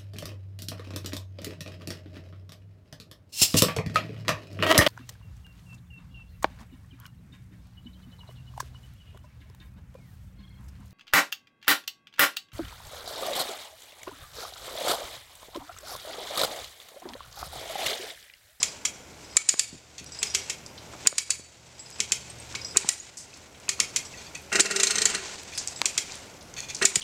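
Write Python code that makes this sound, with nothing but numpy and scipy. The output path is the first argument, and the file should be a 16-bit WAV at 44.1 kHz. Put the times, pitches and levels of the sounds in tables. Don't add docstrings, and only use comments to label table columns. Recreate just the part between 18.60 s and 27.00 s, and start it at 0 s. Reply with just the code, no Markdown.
import sys
import numpy as np
from scipy import signal
from scipy.fft import rfft, irfft
from scipy.io import wavfile

SR = 44100
rng = np.random.default_rng(int(sys.argv[2]) if len(sys.argv) > 2 else 0)


def natural_amplitude(level_db):
    exponent = np.asarray(level_db, float) / 20
    return 10 ** exponent


def put_to_file(sound):
    columns = np.atleast_2d(sound).T
    safe = np.clip(columns, -1, 1)
    whole_steps = np.round(safe * 32767)
    wavfile.write(sys.argv[1], SR, whole_steps.astype(np.int16))


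N = 370440

# start in seconds, peak in dB, frame in dB, low ring in dB,
# jolt in the trunk in dB.
HOLD = [(0.768, 2, -3, -15, -32), (0.8889, -2.5, -4.5, -22, -42), (0.9939, 1, -11, -46, -46),
        (2.4714, 5.5, -8.5, -26.5, -27), (2.5815, -3, -7, -24.5, -42), (2.704, -4, -6, -31, -34),
        (4.1705, 5, -10.5, -25, -25), (4.2893, 1.5, -15.5, -37, -47), (6.0051, 1.5, -5.5, -41, -21.5),
        (6.2323, 1, -8.5, -19, -57), (6.4542, 0.5, -6.5, -44, -35), (8.2525, 6, -9, -23, -26),
        (8.3567, 0.5, -9, -43, -42)]
DRIVE = [(0.0288, -6, 0, -20, -26.5), (0.2506, -17.5, 11, -7, -29), (1.629, -5.5, -6, -20.5, -22),
         (1.748, -6.5, 0, -14, -25), (1.897, -18.5, 7, -4.5, -16.5), (3.4026, -8, -2, -18, -21),
         (3.5197, -6, -2.5, -20, -27), (3.9516, -24.5, 4, 0, -7), (5.0907, -6.5, -3, -15.5, -23),
         (5.2008, -2.5, -5.5, -18, -26), (5.3608, -8, 2, -13.5, -27), (7.256, -6, -1.5, -25, -22),
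         (7.3776, -6, -1.5, -18.5, -24)]
# pitch in Hz, level in dB, t60 in seconds.
HOLD_MODES = [(1300, -9, .015), (1890, -11, .04), (2235, -13, .05), (2290, -13, .05), (2465, -9, .03),
              (3110, -15, .02), (3970, -14, .035), (4500, -13, .035), (5035, -8, .022), (5450, -10, .015),
              (6270, -9, .015), (6870, -1, .03), (7200, 0, .024), (7550, -5, .012), (7890, -3, .015),
              (8300, -5, .012), (8790, -5, .015), (9300, -10, .015)]
DRIVE_MODES = [(1250, -9, .015), (1885, -9, .03), (2110, -8, .05), (2170, -10, .03), (2240, -8, .05),
               (2470, -6, .04), (2600, -10, .04), (3160, -5, .02), (3320, -4, .025), (3920, -12, .03),
               (4500, -13, .03), (5370, -11, .04), (5740, -2, .03), (6300, -9, .025), (6850, -6, .035),
               (7215, 0, .04), (7600, -7, .025), (8080, -7, .025), (9300, -14, .03)]
# delay in seconds, level in dB.
HOLD_REBOUNDS = [(.0008, -9.5), (.0022, -2), (.0038, -6.5), (.030, -40)]
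DRIVE_REBOUNDS = [(.0008, -6), (.003, -10), (.0055, -8.5), (.030, -15)]
# pitch in Hz, level in dB, t60 in seconds.
LEVER_MODES = [(2270, -4.5, 0.3), (3980, -6, 0.18), (4500, -2, 0.15), (4490, 5, 0.15), (5560, -12, .12),
               (6870, 2, 0.16), (7050, -1, .09), (7800, -6, .12), (9000, -9, .1)]
# pitch in Hz, level in dB, t60 in seconds.
CABLE_MODES = [(3880, -6, .02), (5800, -5, .02), (6290, -3, .02), (8130, 0, .03), (9040, -10, .02)]
# start in seconds, peak in dB, drum ring in dB, jolt in the trunk in dB.
SLIP = [(4.154, -34.5, -5, 2.5), (5.9257, -2.5, -5, -18), (5.9545, -1, 1, -15.5), (5.9951, 7.5, -5, -24.5),
        (6.056, -5, -4.5, -20), (6.1092, -3, -1.5, -21.5), (6.16, -2, 1.5, -23), (6.198, 1.5, -2.5, -26.5),
        (6.238, -10.5, 7, -17.5), (6.459, -14, -4, -12.5), (6.2693, -2.5, 2, -30),
        (6.3064, -0.5, 0.5, -25.5), (6.355, -4.5, 0.5, -23), (6.3815, -4, 3.5, -22.5),
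        (6.4169, -0.5, 2, -26.5), (6.4997, -15.5, 9, -14.5), (6.547, -6.5, 3, -17.5), (8.2217, 1, -4, -17)]
# pitch in Hz, level in dB, t60 in seconds.
SLIP_MODES = [(3100, -8, .02), (3725, -8, .02), (3915, -4, .03), (4115, -6, .03), (4280, -1, .035),
              (4980, -7, .03), (5160, -8, .04), (5800, -10, .03), (6315, 4, .026), (7150, -8, .04),
              (7450, -1, .025), (8085, -5, .045), (8380, -4, .035), (9050, -12, .03)]
# pitch in Hz, level in dB, t60 in seconds.
TRUNK_MODES = [(202, -15, .12), (365, -14, .06), (392, -11, .08), (415, -10, .08), (445, -13, .06),
               (660, -18, .06), (810, -19, .04), (1130, -13, .025), (1370, -5, .022), (1480, -4, .025),
               (1620, -6, .02), (1860, -4, .022), (1930, -4, .022), (2090, -5, .02), (2460, -8, .015),
               (2710, -8, .015)]
# pitch in Hz, level in dB, t60 in seconds.
BENDING = [(200, -13, .1), (404, -4, .075), (436, -10, .06), (662, -13, .12)]
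# pitch in Hz, level in dB, t60 in seconds.
TAP_MODES = [(1110, -1, 0.0086), (1500, -7, .012), (2580, -3, 0.015)]
# delay in seconds, pitch in Hz, level in dB,
# t60 in seconds.
TRUNK_KNOCKS = [(0, 1460, -1, 0.029), (0, 2080, -4, 0.011), (.001, 1240, -14.5, 0.12),
                (.002, 2700, -2, 0.046), (.005, 1850, 0.5, 0.011), (.0085, 1500, 0.5, 0.032),
                (.010, 2150, 4.5, 0.017), (.010, 2780, 1, .018), (.0125, 1400, -4, 0.019),
                (.0135, 1900, 6, .035), (.013, 2430, 1, 0.027), (.019, 2700, 4, .025),
                (.024, 1770, -11, 0.018), (.031, 1500, -9.5, 0.018)]
# start in seconds, peak in dB, middle mode in dB, top modes in dB.
LINKS = [(.001, -13, -2, 10), (.082, -11.5, -9, 13), (.597, -46, 6, 5), (.627, -35, -3, 8),
         (.645, -29, -4, 8), (.697, -30, -4, 4), (.71, -27, -4, 6), (.735, -25, -9, 8), (1.462, -25, 6, 12),
         (1.52, -19, 6, 9), (1.546, -19.5, -3, 11.5), (1.588, -17, -14, 14), (1.652, -24, 0, 0),
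         (1.669, -13, -8, -5), (1.70, -20, 5, 10), (1.741, -11, -11, 11), (1.779, -23, 5, 0.5),
         (1.814, -17, -4, -3), (1.845, -34, -3, 0), (3.15, -33, -9, -1), (3.193, -20.5, -10, 13),
         (3.261, -25.5, -17, 6.5), (3.325, -24, -9, 7), (3.355, -28, -12, 6), (3.385, -28, -9, 17),
         (4.014, -18, -1, -6), (4.027, -24, -10.5, -3), (4.047, -12, -10, 14), (4.066, -27, 11, 7),
         (4.084, -20, -1, 0), (4.11, -17, -4, 10.5), (4.135, -41, -5, 12), (5.451, -18.5, 4, 10.5),
         (6.95, -14, -10, 12.5), (7.16, -19, -9, 15)]
# pitch in Hz, level in dB, t60 in seconds.
LINK_MODES = [(4770, -17, 0.11), (5050, -3.5, 0.051), (5200, -11, 0.057), (5730, -5, 0.054),
              (7690, -19.5, 0.16), (9500, -33.5, 0.18)]
# start in seconds, level in dB, length in seconds.
GRIND = [(1.377, -43.5, 0.12), (5.54, -53, 0.053), (5.57, -47.5, 0.084), (5.657, -46, 0.066),
         (5.747, -36, 0.045), (6.917, -44, 0.17), (7.963, -33, 0.044), (7.975, -39.5, 0.11),
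         (8.022, -44.5, 0.14), (8.083, -36, 0.057), (8.099, -33, 0.022)]
# pitch in Hz, level in dB, t60 in seconds.
GRIND_MODES = [(1970, 0.5, 0.0098), (2210, -20, 0.031), (2430, -0.5, 0.044), (2650, -4.5, 0.046),
               (3470, 6.5, 0.009), (4400, 1, 0.021), (6430, 13, 0.004), (7500, -9, 0.0048)]
# start in seconds, peak in dB, pitch in Hz, t60 in seconds.
PINGS = [(4.732, -40, 2600, 0.022), (5.539, -36, 2630, .035), (5.545, -39, 1930, 0.044),
         (5.575, -42, 4400, 0.091), (5.582, -40, 6250, 0.065), (5.666, -39, 4700, 0.046),
         (5.746, -41, 2300, .06), (5.754, -35, 2560, 0.085), (5.754, -37, 1950, .04),
         (7.497, -35, 2400, 0.033), (3.7, -34, 8300, .05), (3.8, -35, 8400, .04), (4.4, -31, 6800, 0.056),
         (4.047, -31, 5800, .05), (0.2512, -21, 3200, .011), (0.253, -23, 5790, .04),
         (4.293, -31, 1930, 0.06), (4.171, -24, 3000, .05)]
# frequency in Hz, level in dB per Hz.
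CRACK = [(530, -52), (900, -32), (2300, -6.5), (3550, -8.5), (5150, -4.5), (6400, -2), (7040, -2.5),
         (9600, -16), (11000, -24), (12200, -23), (16000, -42)]
# start in
# seconds, # peak in dB, centre in Hz, length in seconds.
SNAPS = [(1.3775, -68.5, 5600, 0.06), (1.3815, -28, 6100, 0.012), (1.396, -34.5, 6600, 0.045),
         (1.5474, -37, 5930, 0.011), (2.062, -27.5, 6200, 0.028), (2.177, -33, 4100, 0.074),
         (2.3351, -39, 5750, 0.015), (3.1168, -51, 6110, 0.012), (3.786, -35, 5700, 0.012),
         (3.286, -44, 7800, 0.006), (3.303, -35, 7960, 0.008), (3.3115, -33, 5900, 0.008),
         (3.925, -31, 5540, 0.008), (3.950, -24.5, 4060, 0.034), (4.5705, -29.5, 6640, 0.3),
         (4.7386, -36, 5430, 0.086), (4.947, -41, 2900, 0.034), (4.772, -39, 7800, .015),
         (5.0, -39, 7000, .012), (5.7505, -29, 6400, .03), (5.776, -40, 8000, .012),
         (5.8185, -40, 9800, .008), (5.822, -43, 6800, .08), (6.98, -15.5, 5950, 0.12),
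         (7.0743, -13.5, 6600, 0.0061), (7.0817, -20, 6170, 0.025), (7.161, -31, 5300, 0.012),
         (7.5205, -22.5, 5560, 0.013), (7.555, -27, 7500, 0.0073), (7.658, -47, 6900, .008),
         (7.71, -42, 6500, .008), (7.808, -38, 5000, 0.12), (7.827, -40, 8200, .008),
         (7.94, -25.5, 6300, 0.004), (8.004, -20.5, 6100, 0.007), (8.102, -27.5, 6150, 0.03),
         (8.147, -20, 6100, 0.029), (8.1545, -25, 6400, 0.0087), (8.166, -25, 5530, 0.011),
         (8.186, -46, 6000, 0.008)]
# start in
# seconds, # peak in dB, top in Hz, length in seconds.
KNOCKS = [(.94, -27, 830, 0.0095), (.941, -24, 1860, 0.0084), (1.127, -48, 565, 0.0063),
          (1.129, -35.5, 247, 0.02), (1.141, -41, 298, 0.067), (1.152, -41, 171, 0.07),
          (1.41, -42, 330, 0.16), (1.48, -46, 400, 0.16), (1.444, -27, 10000, 0.0079),
          (2.288, -42, 890, 0.043), (2.335, -34, 1280, 0.039), (2.35, -35, 880, 0.043),
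          (2.455, -26.5, 2860, 0.081), (2.452, -38, 556, 0.071), (2.526, -34.5, 600, 0.022),
          (2.527, -30, 1950, 0.012), (2.796, -38, 577, 0.014), (4.246, -28, 805, 0.019),
          (4.571, -38, 9200, 0.4), (4.628, -44, 7000, .08), (6.834, -26, 9900, 0.0057),
          (6.977, -13, 8800, 0.033), (7.074, -23, 10000, 0.0054), (7.216, -22.5, 1500, 0.029),
          (7.2165, -5, 4860, 0.0062), (7.217, -11.5, 9100, 0.0022), (8.365, -29.5, 593, 0.013),
          (8.369, -36, 200, 0.039)]
# start in seconds, rustle in dB, hold in seconds.
SWELLS = [(0.0, -44.5, 0.081), (0.64, -53.5, 0.33), (1.62, -46.5, 0.27), (2.44, -48.5, 0.016),
          (3.28, -52.5, 0.26), (3.807, -52, 0.18), (4.232, -42, 0.014), (4.627, -58.5, 0.18),
          (5.247, -53, 0.4), (6.015, -70, 0.01), (6.145, -41.5, 0.55), (6.753, -49.5, 0.31),
          (7.31, -45, 0.25), (8.223, -46, 0.19)]
# frequency in Hz, level in dB per Hz.
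RUSTLE_COLOUR = [(590, -2), (1000, -1), (1290, -7), (1400, -3), (2390, -0.5), (2560, 0), (3080, -1.5), (6610, -1),
                 (7700, -1.5), (8700, -9.5), (9920, -20.5), (16000, -37)]
# frequency in Hz, t60 in seconds.
WOOD_T60 = [(1200, 0.59), (3000, 0.57), (7000, 0.46), (12000, 0.33)]
# frequency in Hz, level in dB.
WOOD_COLOUR = [(1000, 4.5), (4000, 4.5), (8000, 2), (10500, 5), (12500, 10.5), (15000, 9.5)]
# time in seconds, level in dB.
DRONE = [(0.0, -60), (.4, -67), (.75, -55.5), (1.3, -52), (2.3, -56), (2.8, -48.5), (3.5, -51),
         (4.25, -52.5), (4.5, -60), (4.9, -61), (5.7, -60), (6.4, -49.5), (6.901, -55), (7.5, -67),
         (8.4, -52)]
# one list of pitches in Hz, one of levels in dB.
ENGINE_HZ = [78, 122, 158]
ENGINE_TONES_DB = [-2.5, -2.5, -10.5]
# frequency in Hz, level in dB per Hz.
HUM = [(12, -53), (20, -22), (74, -1.5), (182, -5), (641, -7), (1290, -15.5), (1400, -11.5), (1850, -20),
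       (2130, -14.5), (4540, -29), (5830, -20.5), (7930, -32), (9920, -28), (14700, -33.5), (16000, -41)]
# pitch in Hz, level in dB.
WHINE = [(10740, -89), (11719, -88)]
# start in seconds, drop in dB.
DUCKS = [
    (0.766, 14),
    (2.47, 14.5),
    (4.168, 11),
    (6.002, 12),
    (7.217, 3.5),
    (8.249, 9),
]

CABLE_LEAD_S, SLIP_LEAD_S = 0.00885, .007
LOW_HZ = 3000
LONGEST_RING_S, RING_CYCLES = .35, 480
MODE_SPREAD_DB = 2.5
SOFT_CONTACT_HZ = 11450
CABLE_BOUNCES = [(.001, -2), (.004, 1)]


def rms_one(x):
    return x / np.sqrt(np.mean(x ** 2) + 1e-20)


def at_hz(points, hz):
    known_hz, values = np.array(points).T
    return np.interp(np.log(hz + 1), np.log(known_hz), values)


def coloured(spectrum, size):
    hz = np.fft.rfftfreq(size, 1 / SR)
    white = rng.standard_normal(size)
    return rms_one(irfft(rfft(white) * natural_amplitude(at_hz(spectrum, hz)), size))


def drift(rate_hz):
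    knots = rng.standard_normal(1000)
    return np.interp(np.arange(N) * rate_hz / SR, np.arange(1000), knots)


def train(times, gains):
    out, times = np.full(N, 1e-18), np.asarray(times)
    samples = np.clip((times * SR).astype(int), 0, N - 1)
    np.add.at(out, samples, gains * natural_amplitude(gain_drop_db(times)))
    return out


def ring(clicks, hz, t60):
    r = natural_amplitude(-60 / (min(t60, LONGEST_RING_S) * SR))
    w = 2 * np.pi * hz / SR
    return signal.lfilter([0, np.sin(w)], [1, -2 * r * np.cos(w), r * r], clicks)


def fade(clicks, t60, rise=0.00026):
    swell = np.exp(-1 / (rise * SR))
    dying = signal.lfilter([1], [1, -natural_amplitude(-60 / (t60 * SR))], clicks)
    return signal.lfilter([1 - swell], [1, -swell], dying)


def strike(times, level_db, modes, bounces, cycles=RING_CYCLES):
    out = np.zeros(N)
    lag, rebound_db = np.transpose(bounces)
    for hz, mode_db, t60 in modes:
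        luck = rng.standard_normal((len(times), len(lag), 2))
        contact_s = times[:, None] + lag * (1 + 0.17 * luck[..., 1])
        contact_db = level_db[:, None] + mode_db + rebound_db + MODE_SPREAD_DB * luck[..., 0]
        out += ring(train(contact_s, natural_amplitude(contact_db)), hz, min(t60, cycles / hz))
    return signal.sosfilt(signal.butter(4, SOFT_CONTACT_HZ, fs=SR, output="sos"), out)


def shaken(force, modes):
    white = rng.standard_normal(N + 999 * len(modes))
    out = 0
    for k, (hz, db, t60) in enumerate(modes):
        out = out + natural_amplitude(db) * ring(force * white[999 * k:][:N], hz, t60)
    return out


def crack(times, level_db, bounces, t60):
    hits = sum(train(times + lag, natural_amplitude(level_db + db)) for lag, db in bounces)
    return fade(hits, t60) * coloured(CRACK, N)


def pawl(rows, modes, bounces, tip_db, ring_db, low_ring_db):
    s, peak_db, frame_db, low_db, _ = np.transpose(rows)
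    body_db = peak_db + frame_db
    out = crack(s, peak_db + tip_db, [(-.0022, -18), (.0006, 1)], 0.014)
    out += ring(ring(train(s + 0.0005, natural_amplitude(peak_db - 10.0)), 7130, 0.0048), 8900, 0.0014)
    out += ring(train(s - 0.0012, natural_amplitude(peak_db - 29.5)), 4730, 0.023)
    out += crack(s, body_db - 12.0, bounces[1:], 0.0069)
    out += crack(s, body_db - 14.5, [(.002, 0)], 0.077)
    bright = [mode for mode in modes if mode[0] >= LOW_HZ]
    low = [mode for mode in modes if mode[0] < LOW_HZ]
    out += strike(s, body_db + ring_db, bright, bounces)
    return out + strike(s, peak_db + low_db + low_ring_db, low, bounces)


def lever():
    s, peak_db, frame_db = np.transpose(HOLD)[:3]
    hum_on = fade(train(s, natural_amplitude(peak_db + 1.35 * frame_db - 48.0)), 0.019)
    ahead = strike(s - CABLE_LEAD_S, peak_db - 38.5, CABLE_MODES, CABLE_BOUNCES)
    return ahead + sum(shaken(hum_on, [mode]) for mode in LEVER_MODES)


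def slips():
    s, peak_db, ring_db, _ = np.transpose(SLIP)
    drum_db = peak_db + ring_db
    bounces = [(.0012, -2.5), (.0032, -10.5), (.007, -17)]
    out = crack(s, peak_db - 23, bounces, 0.07)
    out += strike(s, drum_db - 24.5, SLIP_MODES, bounces)
    out += shaken(fade(train(s, natural_amplitude(drum_db - 41)), 0.032), SLIP_MODES)
    return out + strike(s - CABLE_LEAD_S, drum_db - 33, CABLE_MODES, CABLE_BOUNCES)


def trunk():
    taps = 0
    for rows in (HOLD, DRIVE):
        s, peak_db, _, _, jolt_db = np.transpose(rows)
        taps = taps + train(s - CABLE_LEAD_S, natural_amplitude(peak_db + jolt_db - 20.5))
    s, peak_db, _, jolt_db = np.transpose(SLIP)
    s, force_db = s - SLIP_LEAD_S, peak_db + jolt_db
    jolts = train(s, natural_amplitude(force_db - 27.5))

    push = natural_amplitude(-9.0) * fade(taps, 0.12) + natural_amplitude(-2.0) * fade(jolts, 0.098) + natural_amplitude(-25.5) * fade(jolts, 0.94)
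    bending = shaken(push, TRUNK_MODES[:7])
    for hz, db, t60 in BENDING:
        luck_db = 0.84 * rng.standard_normal(len(s))
        shove = train(s, natural_amplitude(force_db + db - 11.0 + luck_db))
        bending += ring(ring(shove, hz, t60), hz, t60) * 2 * np.e * np.log(1000) / (t60 * SR)

    knocks = shaken(natural_amplitude(10.0) * fade(taps, 0.0046), TAP_MODES)
    knocks += shaken(natural_amplitude(4.5) * fade(jolts, .045, rise=0.0025), TRUNK_MODES[7:])
    for lag, hz, db, t60 in TRUNK_KNOCKS:
        luck_db = 1.2 * rng.standard_normal(len(s))
        knocks += ring(train(s + lag, natural_amplitude(force_db + db - 6.5 + luck_db)), hz, t60)
    return signal.sosfilt(signal.butter(2, 160, "high", fs=SR, output="sos"), [bending, knocks])


def links():
    s, peak_db, middle_db, top_db = np.transpose(LINKS)
    chatter = [(.0005, 2), (.006, -10.5), (.015, -6)]
    out = 0
    for db, modes in [(0, LINK_MODES[:3]), (middle_db, LINK_MODES[3:4]), (top_db, LINK_MODES[4:])]:
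        out = out + shaken(fade(train(s, natural_amplitude(peak_db + db - 38.5)), 0.029), modes)
        out += strike(s, peak_db + db - 18.5, modes, chatter, cycles=1100)
    return out


def grind():
    stroke = sum(fade(train([s], natural_amplitude(db - 18)), length, rise=0.0079) for s, db, length in GRIND)
    grains = (rng.random(N) < 3000 / SR) * natural_amplitude(0.75 * rng.exponential(1, N).clip(0, 4))
    return shaken(stroke * rms_one(grains), GRIND_MODES)


def pings():
    return sum(ring(train([s], natural_amplitude(db)), hz, t60) for s, db, hz, t60 in PINGS)


def bursts(rows, down, up, blow, size=4000):
    out = np.zeros(N + size)
    white = rng.standard_normal((len(rows), size))
    n = np.arange(size)
    for (s, peak_db, hz, length), noise in zip(rows, white):
        burst = noise * natural_amplitude(-60 * n / SR / max(length, .002)) * (1 - np.exp(-n / 12))
        burst[9] += blow
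        edges = [hz / down, min(hz * up, .45 * SR)]
        burst = signal.sosfilt(signal.butter(3, edges, "band", fs=SR, output="sos"), burst)
        out[int(s * SR):int(s * SR) + size] += natural_amplitude(peak_db) * burst / np.abs(burst).max()
    return out[:N]


def dry_rustle():
    t = np.arange(N) / SR
    rustle = natural_amplitude(-58)
    for s, db, hold in SWELLS:
        rise_db, fall_db = 67 * (s - t).clip(0), 106 * (t - s - hold).clip(0)
        rustle = rustle + natural_amplitude(db - rise_db - fall_db)
    born = rng.random(N) < 500 * natural_amplitude(4 * drift(25)) / SR
    grains = fade(born * natural_amplitude(4.7 * np.minimum(rng.exponential(1, N), 2.5)), 0.032)
    return rustle * coloured([(200, -6.5)] + RUSTLE_COLOUR, N) * rms_one(1 + 0.21 * grains)


def wood(x):
    t = np.arange(SR) / SR
    tail, edges = 0, 150 * 2 ** np.arange(0, 7.1, .5)
    for low, high in zip(edges, edges[1:]):
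        middle = np.sqrt(low * high)
        band_pass = signal.butter(2, [low, high], "band", fs=SR, output="sos")
        band = signal.sosfilt(band_pass, rng.standard_normal(SR))
        tail = tail + band * natural_amplitude(at_hz(WOOD_COLOUR, middle) - 60 * t / at_hz(WOOD_T60, middle))
    tail *= np.clip((t - .008) / 0.0029, 0, 1) * natural_amplitude(3.2 * drift(65.0)[:SR])
    return signal.fftconvolve(x, tail / np.sqrt(np.sum(tail ** 2)))[:N]


def engine():
    level_db = np.interp(np.arange(N) / SR, *np.transpose(DRONE))
    out = 0
    for hz, db in zip(ENGINE_HZ, ENGINE_TONES_DB):
        waver_db = 3.0 * drift(13) + 2.4 * drift(2.5)
        phase = 2 * np.pi * hz * np.cumsum(1 + 0.04 * drift(6.7)) / SR
        out = out + natural_amplitude(level_db + db + waver_db) * np.sin(phase)
    return out


def hum():
    t = np.arange(N) / SR
    whine = sum(np.sqrt(2) * natural_amplitude(db) * np.sin(2 * np.pi * hz * t) for hz, db in WHINE)
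    return natural_amplitude(-49.5 + 0.42 * drift(1.46)) * coloured(HUM, N) + whine


def gain_drop_db(t):
    drops = []
    for s, db in DUCKS:
        dive = np.clip((t - s - .004) / 0.0016, 0, 1) * db
        recovery = 10.5 * (t - s)
        drops.append((dive - recovery).clip(0) * (t > s))
    return np.max(drops, axis=0)


def scene():
    steel = pawl(HOLD, HOLD_MODES, HOLD_REBOUNDS, tip_db=-14.5, ring_db=-7, low_ring_db=0.54)
    steel += pawl(DRIVE, DRIVE_MODES, DRIVE_REBOUNDS, tip_db=-8.5, ring_db=-12.0, low_ring_db=0.16)
    steel += lever() + slips() + links() + grind() + pings()
    steel = signal.sosfilt(signal.butter(3, [950, 15500], "band", fs=SR, output="sos"), steel)
    bending, knocks = trunk()
    snaps = bursts(SNAPS, down=1.36, up=1.285, blow=0.8)
    near_knocks = bursts(KNOCKS, down=5.35, up=1.12, blow=8.6)
    wet = natural_amplitude(-10.5) * wood(steel + natural_amplitude(4.0) * snaps + natural_amplitude(4.0) * bending + natural_amplitude(4.5) * knocks)
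    ridden = steel + bending + knocks + wet + hum() + engine()
    ridden = ridden * natural_amplitude(-gain_drop_db(np.arange(N) / SR))
    return (ridden + snaps + near_knocks + dry_rustle())[None]


def band_limit(x):
    return signal.sosfilt(signal.butter(12, 16110, fs=SR, output="sos"), x)


def record(dry):
    mix = np.clip(dry, -1, 1)
    return band_limit(mix)


dry = scene()
out = record(dry)
put_to_file(out)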